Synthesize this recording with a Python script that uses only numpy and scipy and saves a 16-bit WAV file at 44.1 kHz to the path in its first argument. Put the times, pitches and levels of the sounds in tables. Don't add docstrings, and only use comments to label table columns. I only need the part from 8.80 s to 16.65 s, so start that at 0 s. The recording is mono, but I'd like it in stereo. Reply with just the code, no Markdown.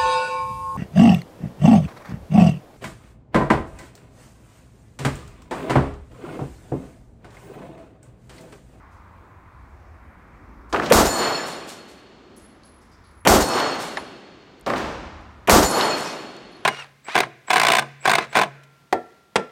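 import sys
import numpy as np
from scipy import signal
from scipy.fft import rfft, irfft, next_fast_len
from scipy.io import wavfile
from scipy.ndimage import uniform_filter1d

SR = 44100
rng = np.random.default_rng(int(sys.argv[2]) if len(sys.argv) > 2 else 0)


def store_wav(level_fs):
    pcm = np.round(np.clip(np.atleast_2d(level_fs), -1, 1) * 32767)
    wavfile.write(sys.argv[1], SR, pcm.T.astype(np.int16))


def voltage_ratio(decibels):
    exponent = np.asarray(decibels, float) / 20
    return 10 ** exponent


N = 346185

BANDS_HZ = 22 * 2 ** np.arange(0, 10, .5)
CRACK_S = .0222
# [t/s, level/dB, treble tilt/dB]
NEAR_SHOTS = [
    (2.100, -14, 6.5),
    (4.451, -13, 6),
    (6.674, -12, 6.5),
]


def on_bands(points):
    hz, value = np.transpose(points)
    return np.interp(np.log(BANDS_HZ), np.log(hz), value)[:, None]


def split(noise, colour):
    log_hz = np.log(np.maximum(np.fft.rfftfreq(len(noise), 1 / SR), 1))
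    colour_hz, colour_db = np.transpose(colour)
    spectrum = rfft(noise) * voltage_ratio(np.interp(log_hz, np.log(colour_hz), colour_db))
    masks = np.clip(1 - abs(log_hz - np.log(BANDS_HZ)[:, None]) / np.log(2 ** .5), 0, 1)
    bands = irfft(spectrum * masks, len(noise))
    return bands / np.std(bands.sum(axis=0))


def walk(rate, size):
    hold = int(SR / rate)
    steps = np.repeat(rng.standard_normal(size // hold + 1), hold)
    return 1.3 * uniform_filter1d(uniform_filter1d(steps, hold), hold)[:size]


def add(out, start, sound):
    i = int(round(start * SR))
    out[i:i + len(sound)] += sound[:len(out) - i]


def fade(t, t60):
    return voltage_ratio(-60 * t / t60)


def band_noise(noise, low_hz, high_hz, order):
    return signal.sosfilt(signal.butter(order, [low_hz, high_hz], "bandpass", fs=SR, output="sos"), noise)


def bursts(table, spread):
    out = np.zeros(N)
    for start, db, hz, t60 in table:
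        t = np.arange(int(t60 * SR)) / SR
        burst = rng.standard_normal(SR // 10)[:len(t)] * fade(t, t60)
        burst = band_noise(burst, hz / spread, min(hz * spread, 18000), 2)
        add(out, start, voltage_ratio(db) * burst / abs(burst).max())
    return out


def swell(db, hz, cycles):
    t = np.arange(int(cycles / hz * SR)) / SR
    return voltage_ratio(db) * np.hanning(len(t)) * np.sin(2 * np.pi * (hz * t + rng.random()))


def four(values):
    return on_bands(list(zip((300, 900, 3000, 10000), values)))


def echo_field(t):
    build = four((-25.5, -28.5, 2, 11)) * np.exp(-t / 0.0069)
    since_crack = np.maximum(t - CRACK_S, 0)
    crack = four((-1.5, 8.5, 22.5, -21.5)) * np.exp(-since_crack / 0.0032) * (t > CRACK_S)
    overload = four((4.5, -1.1, 3.56, -1.5)) - four((1.5, 1.5, 1.5, 57)) * t
    roar_db = overload + build + crack - 214 * np.maximum(t - 0.11, 0)
    return_s, rise_s = 0.159, .015
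    back = voltage_ratio(four((-10.5, -9.5, 0, -11)) - 263 * np.maximum(t - return_s, 0))
    back = back * np.clip(1 + (t - return_s) / rise_s, 0, 1)
    wash_s = 0.33
    held_db = -four((37, 133, 140, 8.2)) * np.maximum(wash_s - t, 0)
    wash_db = held_db + four((-8.5, -5.5, -1, -26.5)) - four((33, 55, 37.3, 62)) * (t - wash_s)
    tail_db = held_db + four((-23, -41, -15, -63)) - four((8.5, 5.7, 14.5, 2.6)) * (t - wash_s)
    return np.sqrt(voltage_ratio(roar_db) ** 2 + back ** 2 + voltage_ratio(wash_db) ** 2 + voltage_ratio(tail_db) ** 2)


def near_shots():
    # [f/Hz, level per Hz/dB]
    blast_colour = [(65, -36.5), (110, -12.5), (210, -5.5), (275, -3), (346, -1), (454, -1.5), (748, -0.5),
                    (1160, -5.5), (1290, -8), (2610, -25), (6810, -19), (13800, -24.5), (16000, -34)]
    # [t after shot/s, level/dB, f/Hz, cycles]
    heaves = [(0.058, -16.5, 60.8, 1.5), (0.089, -21, 45, 1.2), (.13, -25, 67, 2.2), (0.174, -26, 55, 2.2)]
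    # [t of centre/s, peak level/dB, f/Hz, cycles]
    booms = [
        (2.117, -0.5, 518, 8.5),
        (4.470, -8, 820, 8.5),
        (6.689, -7, 690, 9.24),
    ]
    out, t = np.zeros(N), np.arange(next_fast_len(int(2.3 * SR))) / SR
    field = echo_field(t)
    muffle_db = -23.5 * (BANDS_HZ[:, None] > 3500) * (t < CRACK_S)
    air_db = -40 * np.clip(t - .17, 0, .3) * on_bands([(8000, 0), (11300, 1), (16000, 2.5)])
    walls = rng.standard_normal(len(t))
    for start, db, tilt_db in NEAR_SHOTS:
        bands = split(walls + 0.51 * rng.standard_normal(len(t)), blast_colour)
        tilt = tilt_db * on_bands([(500, 0), (8000, 1)])
        add(out, start, (bands * field * voltage_ratio(tilt + muffle_db + air_db + db)).sum(axis=0))
        for after, heave_db, hz, cycles in heaves:
            add(out, start + after - cycles / hz / 2, swell(heave_db + db + 19, hz, cycles))
    for centre, db, hz, cycles in booms:
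        add(out, centre - cycles / hz / 2, swell(db, hz, cycles))
    ticks = [(start + CRACK_S, db + 8, 6700, .01) for start, db, _ in NEAR_SHOTS]
    return out + bursts(ticks, 1.72)


def far_shots():
    # [t/s, level/dB, swell time/s]
    shots = [
        (1.927, -19, 0.0064),
        (5.863, -18.5, 0.0036),
    ]
    # [f/Hz, level per Hz/dB]
    bang_colour = [(59, -28.5), (100, -13.5), (315, 0), (634, -2.5), (752, -5.5), (970, -6), (1130, -9),
                   (1250, -7.5), (1390, -10.5), (8280, -31), (16000, -40)]
    # [f/Hz, t60/s]
    wash_t60 = [(150, 1.86), (400, 0.88), (1000, 1.39), (3000, 1.29), (6000, 1.2), (10000, 0.57)]
    # [t/s, peak level/dB, f/Hz, t60/s]
    slaps = [(1.927, -16.5, 1620, 0.027), (1.927, -20.5, 4230, 0.048), (1.925, -27, 503, .05),
             (1.935, -16.5, 720, 0.092), (1.945, -8, 1060, 0.035), (1.961, -14, 1720, 0.035),
             (1.996, -18, 1180, 0.034), (1.998, -9.5, 1270, 0.021), (2.022, -20, 1500, 0.086),
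             (2.059, -23.5, 3520, 0.089), (5.863, -20, 3500, 0.024), (5.878, -19, 930, 0.026),
             (5.898, -22, 2270, 0.025), (5.902, -12, 1010, 0.017), (5.936, -13.5, 1200, .02),
             (5.940, -29, 2480, 0.012), (5.96, -23, 2520, 0.06), (6.005, -23, 1230, 0.044)]
    out, t = bursts(slaps, 1.48), np.arange(next_fast_len(int(1.6 * SR))) / SR
    backstop_s, backstop_db = 0.11, 9.5
    late = np.clip((t - backstop_s) / 0.022, -1, 0)
    late_db = backstop_db * late * on_bands([(1500, 0.15), (4000, 0.94)])
    for start, db, rise in shots:
        bands = split(rng.standard_normal(len(t)), bang_colour) * fade(t, on_bands(wash_t60))
        add(out, start, (1 - np.exp(-t / rise)) * (voltage_ratio(db + late_db) * bands).sum(axis=0))
    return out


def plates():
    # [struck/s, lands/s, ends/s]
    rings = [(2.29, 2.56, 3.8), (4.615, 4.94, 5.9), (6.845, 7.155, 7.85)]
    # [struck level/dB, landing level/dB, fade after landing/(dB/s)]
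    ring_levels = [(-35.5, -28, 52), (-37, -31.5, 41), (-30.5, -29.5, 38.5)]
    # [first t/s, half turn/s]
    tumbles = [(2.512, .09), (4.9, .085), (6.905, .089)]
    # [f/Hz, twin lies below by/Hz, twin level/dB, lead of upper modes/s]
    lowest_modes = [(4344, 37, -4, .02), (4334, 20, -22, -.02), (4344, 37, -4, .001)]
    # [f/Hz, level/dB]
    upper_modes = [
        [(7079, -44), (7101, -48), (8075, -53), (8694, -64), (8812, -52), (9432, -63), (11122, -57),
         (11423, -70), (11892, -62), (12414, -70), (13135, -62), (13243, -69), (13351, -63), (13824, -66),
         (14153, -74), (14578, -75), (15084, -83)],
        [(6605, -60), (6864, -57), (7127, -56), (8102, -61), (8856, -58), (8882, -57), (9588, -68),
         (11143, -69), (11289, -72), (12586, -73), (13124, -64), (14616, -79)],
        [(6487, -56), (7090, -44), (7558, -61), (7946, -54), (8070, -57), (8802, -52), (8834, -51), (9846, -68),
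         (11111, -51), (11402, -61), (11859, -63), (13076, -62), (13308, -68), (13787, -63), (14169, -76),
         (14605, -63), (14842, -85)],
    ]
    # [f/Hz, level/dB]
    slow_modes = [
        [(1723, -56), (2600, -56), (5329, -56)],
        [(2600, -58), (5356, -54)],
        [(2519, -52), (5313, -54)],
    ]
    out = np.zeros(N)
    for ring, levels, tumble, upper, slow, lowest in zip(
            rings, ring_levels, tumbles, upper_modes, slow_modes, lowest_modes):
        struck, lands, end = ring
        first_db, last_db, fade_db = levels
        edge_on, turn = tumble
        low_hz, twin_hz, twin_db, lead = lowest
        t = np.arange(int((end - struck) * SR)) / SR
        edges = np.clip(np.minimum(t / 0.0027, (t[-1] - t) / 0.078), 0, 1)
        late = np.maximum(t + struck - lands, 0)
        dying = voltage_ratio(-9.5 * np.minimum(late / 0.014, 1) - fade_db * late) + voltage_ratio(-27 - 14 * late)
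        turns = np.maximum((t + struck - edge_on) / turn, -.5)
        tumbling = 1 - 0.72 * np.cos(np.pi * turns) ** 2
        falling = voltage_ratio(np.interp(t + struck, [struck, lands], [first_db, last_db]))
        power = (falling * dying * tumbling) ** 2
        low = 1.2 * np.sqrt(power + .25 * uniform_filter1d(power, SR // 8)) * edges
        twin = voltage_ratio(twin_db + 3 * walk(15, len(t))) * np.sin(2 * np.pi * (low_hz - twin_hz) * t)
        drift = 1.2 * walk(20, len(t))
        add(out, struck, low * (np.sin(2 * np.pi * low_hz * t + drift) + twin))
        shapes = []
        for hz, db in upper:
            start_db = db + 7.5 + .6 * (hz / 1000 - 7)
            db_per_s = 48 + 3 * (hz / 1000 - 5)
            shapes.append((hz, start_db - db_per_s * np.maximum(t - .14, 0)))
        for hz, db in slow:
            shapes.append((hz, db + 10 - 60 * np.maximum(t - .3, 0)))
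        for hz, shape_db in shapes:
            tumble_db = 3 * walk(20, len(t)) + 3.5 * walk(45, len(t))
            mode = np.sin(2 * np.pi * (hz * t + rng.random()))
            add(out, struck - lead, edges * voltage_ratio(shape_db + tumble_db) * mode)
    return out


def clinks():
    # [t/s, peak level/dB, f/Hz, t60/s]
    strikes = [(2.260, -29, 5350, .012), (2.266, -18, 4100, 0.024), (4.612, -23, 6000, .02),
               (4.625, -17, 5000, 0.039), (6.831, -10.5, 4650, 0.0073), (6.846, -19, 6000, 0.024),
               (5.171, -15, 1840, 0.035), (5.171, -24.5, 4000, 0.02), (5.171, -47, 8000, .012),
               (5.171, -19.5, 890, 0.082)]
    # [t/s, peak level/dB, f/Hz]
    clatter = [(2.339, -23, 7400), (2.38, -25, 6000), (4.687, -23, 8000), (4.737, -22, 2500),
               (4.8, -16, 3600), (4.852, -36, 7500), (6.911, -18, 8040), (7.01, -12, 3494)]
    # [t/s, peak level/dB, f/Hz]
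    grit = [(2.014, -46.5, 6000), (2.047, -34, 11000), (3.566, -44, 12000), (3.835, -46, 4300),
            (5.797, -52, 11000), (5.811, -40.5, 9000), (5.903, -33, 8000), (5.981, -33, 6000),
            (5.982, -34, 10500), (6.412, -56, 8800), (6.425, -59, 8750), (6.517, -64.5, 12000),
            (7.566, -40, 6000), (7.566, -58, 12000), (7.768, -60.5, 9000)]
    knocks = [tuple(row) for row in strikes]
    knocks += [tuple(row) + (0.033,) for row in clatter]
    knocks += [tuple(row) + (.008,) for row in grit]
    return bursts(knocks, 1.3)


def spray(table, rise, spread):
    out = np.zeros(N)
    for start, db, t60, hz in table:
        t = np.arange(int(t60 * SR)) / SR
        grains = rng.standard_normal(2 * SR)[:len(t)] * voltage_ratio(1.2 * walk(300, 2 * SR)[:len(t)])
        hiss = band_noise(grains, hz / spread, min(hz * spread, 13000), 1)
        coarse = signal.sosfiltfilt(signal.butter(2, 11000, fs=SR, output="sos"), hiss)
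        hiss = coarse + voltage_ratio(-11) * (hiss - coarse) * fade(t, t60 / 1.4)
        add(out, start, voltage_ratio(db) / np.std(hiss) * hiss * np.clip(t / rise, 0, 1) * fade(t, t60))
    return out


def gravel():
    # [t/s, hiss level/dB,
    # t60/s, f/Hz]
    landings = [(2.651, -36, 0.57, 9000), (2.865, -37, 0.46, 8000), (3.07, -51, 0.57, 6400),
                (4.986, -35, 0.7, 10500), (7.16, -34.5, 0.71, 10050), (.1, -66, 0.75, 6000),
                (1.05, -84, 1, 6000)]
    # [t/s, hiss level/dB, t60/s, f/Hz]
    shivers = [(4.66, -49, .9, 11000), (6.88, -47, 0.69, 11000)]
    # [t/s, hiss level/dB, t60/s, f/Hz]
    skids = [(1.89, -57.5, .4, 7000), (3.56, -56.5, .53, 9000), (3.85, -64, .35, 8000),
             (4.005, -64, .4, 8000), (4.11, -66, .33, 9000), (4.30, -68.5, .33, 12100),
             (5.173, -66.5, .34, 11000), (7.83, -73, .2, 11000)]
    # [t/s, level/dB, t60/s, f/Hz]
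    rolls = [(3.828, -60, 0.5, 4440), (4.01, -68, .52, 5200), (4.11, -62.5, .7, 5100),
             (4.235, -60.5, 0.46, 4400), (7.71, -71, .82, 10400), (7.24, -36, 0.5, 5430)]
    hits = spray(landings, rise=0.028, spread=5.7) + spray(shivers, rise=0.057, spread=1.4)
    return hits + spray(skids, rise=0.011, spread=1.7) + spray(rolls, rise=0.01, spread=1.07)


def cases():
    # [t/s, ring level/dB, t60/s]
    bounces = [(3.56, -51.5, 0.53), (3.615, -51, 0.3), (3.83, -52.5, 0.61), (3.86, -53, 0.52),
               (4.234, -61.5, 1.8), (4.37, -55, 0.55), (5.174, -49, 0.28), (7.712, -66, 0.78),
               (7.83, -64, .5)]
    case_hz, twin_above_hz = 10562, 45
    out = np.zeros(N)
    for start, db, t60 in bounces:
        t = np.arange(int(t60 * SR)) / SR
        twin = .6 * np.sin(2 * np.pi * ((case_hz + twin_above_hz) * t + rng.random()))
        pair = np.sin(2 * np.pi * case_hz * t) + twin
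        roll_db = 4.5 * walk(90, 2 * SR)[:len(t)]
        add(out, start, voltage_ratio(db + roll_db) * pair * fade(t, t60) * np.clip(t / 0.0022, 0, 1))
    return out


def road():
    # [f/Hz, level per Hz/dB]
    hum_colour = [(12, -54.5), (20, -25), (40, -5.5), (74, -2), (142, -15.5), (248, -18.5), (434, -25),
                  (698, -23.5), (1030, -18), (1600, -26), (2300, -30.5), (2900, -43), (5000, -49),
                  (16000, -59.5)]
    # [f/Hz, level/dB]
    duck_db = [(70, -19), (200, -9.5), (450, -5.5), (900, -11.5), (4000, -9)]
    # [t/s, level/dB, f/Hz, half length/s]
    vehicles = [(1.8, 7.5, 274, 0.41), (3.55, 13.5, 300, .4), (4.255, -14, 505, .3), (5.2, 14, 80, 0.055),
                (5.7, -2, 680, 0.25), (6.104, 21.5, 55, 0.31)]
    t = np.arange(N) / SR
    ducked = np.zeros(N)
    for start, *_ in NEAR_SHOTS:
        going_down, coming_back = (t - start - 0.13) / .6, (start + 2.5 - t) / 1.66
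        ducked = np.maximum(ducked, np.clip(np.minimum(going_down, coming_back), 0, 1))
    passing_db = 0
    for start, db, hz, half in vehicles:
        octaves = np.log2(BANDS_HZ[:, None] / hz)
        passing_db = passing_db + db * np.exp(-((t - start) / half) ** 2 - (octaves / .8) ** 2)
    bass = on_bands([(70, 0.97), (160, 0.21)])
    alone_db = np.array([walk(6, N) for _ in BANDS_HZ]) * (0.9 + 2.2 * bass)
    flicker_db = 0.42 * walk(1.0, N) + alone_db
    bands = split(rng.standard_normal(next_fast_len(N)), hum_colour)[:, :N]
    return (bands * voltage_ratio(-46.5 + on_bands(duck_db) * ducked + passing_db + flicker_db)).sum(axis=0)


def scene():
    mono = near_shots() + far_shots() + plates() + clinks() + gravel() + cases() + road()
    return np.array([mono, mono])


def roll_off(x):
    return signal.sosfilt(signal.butter(12, 16630, fs=SR, output="sos"), x)


def record(dry):
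    thin = signal.sosfilt(signal.butter(2, 32, "highpass", fs=SR, output="sos"), dry)
    thin = thin - .45 * band_noise(thin, 9900, 10900, 1)
    rounded = np.tanh(.9 * thin) / .9
    mix = signal.sosfilt(signal.ellip(8, .2, 40, 15850, fs=SR, output="sos"), rounded)
    return roll_off(mix)


dry = scene()
out = record(dry)
store_wav(out)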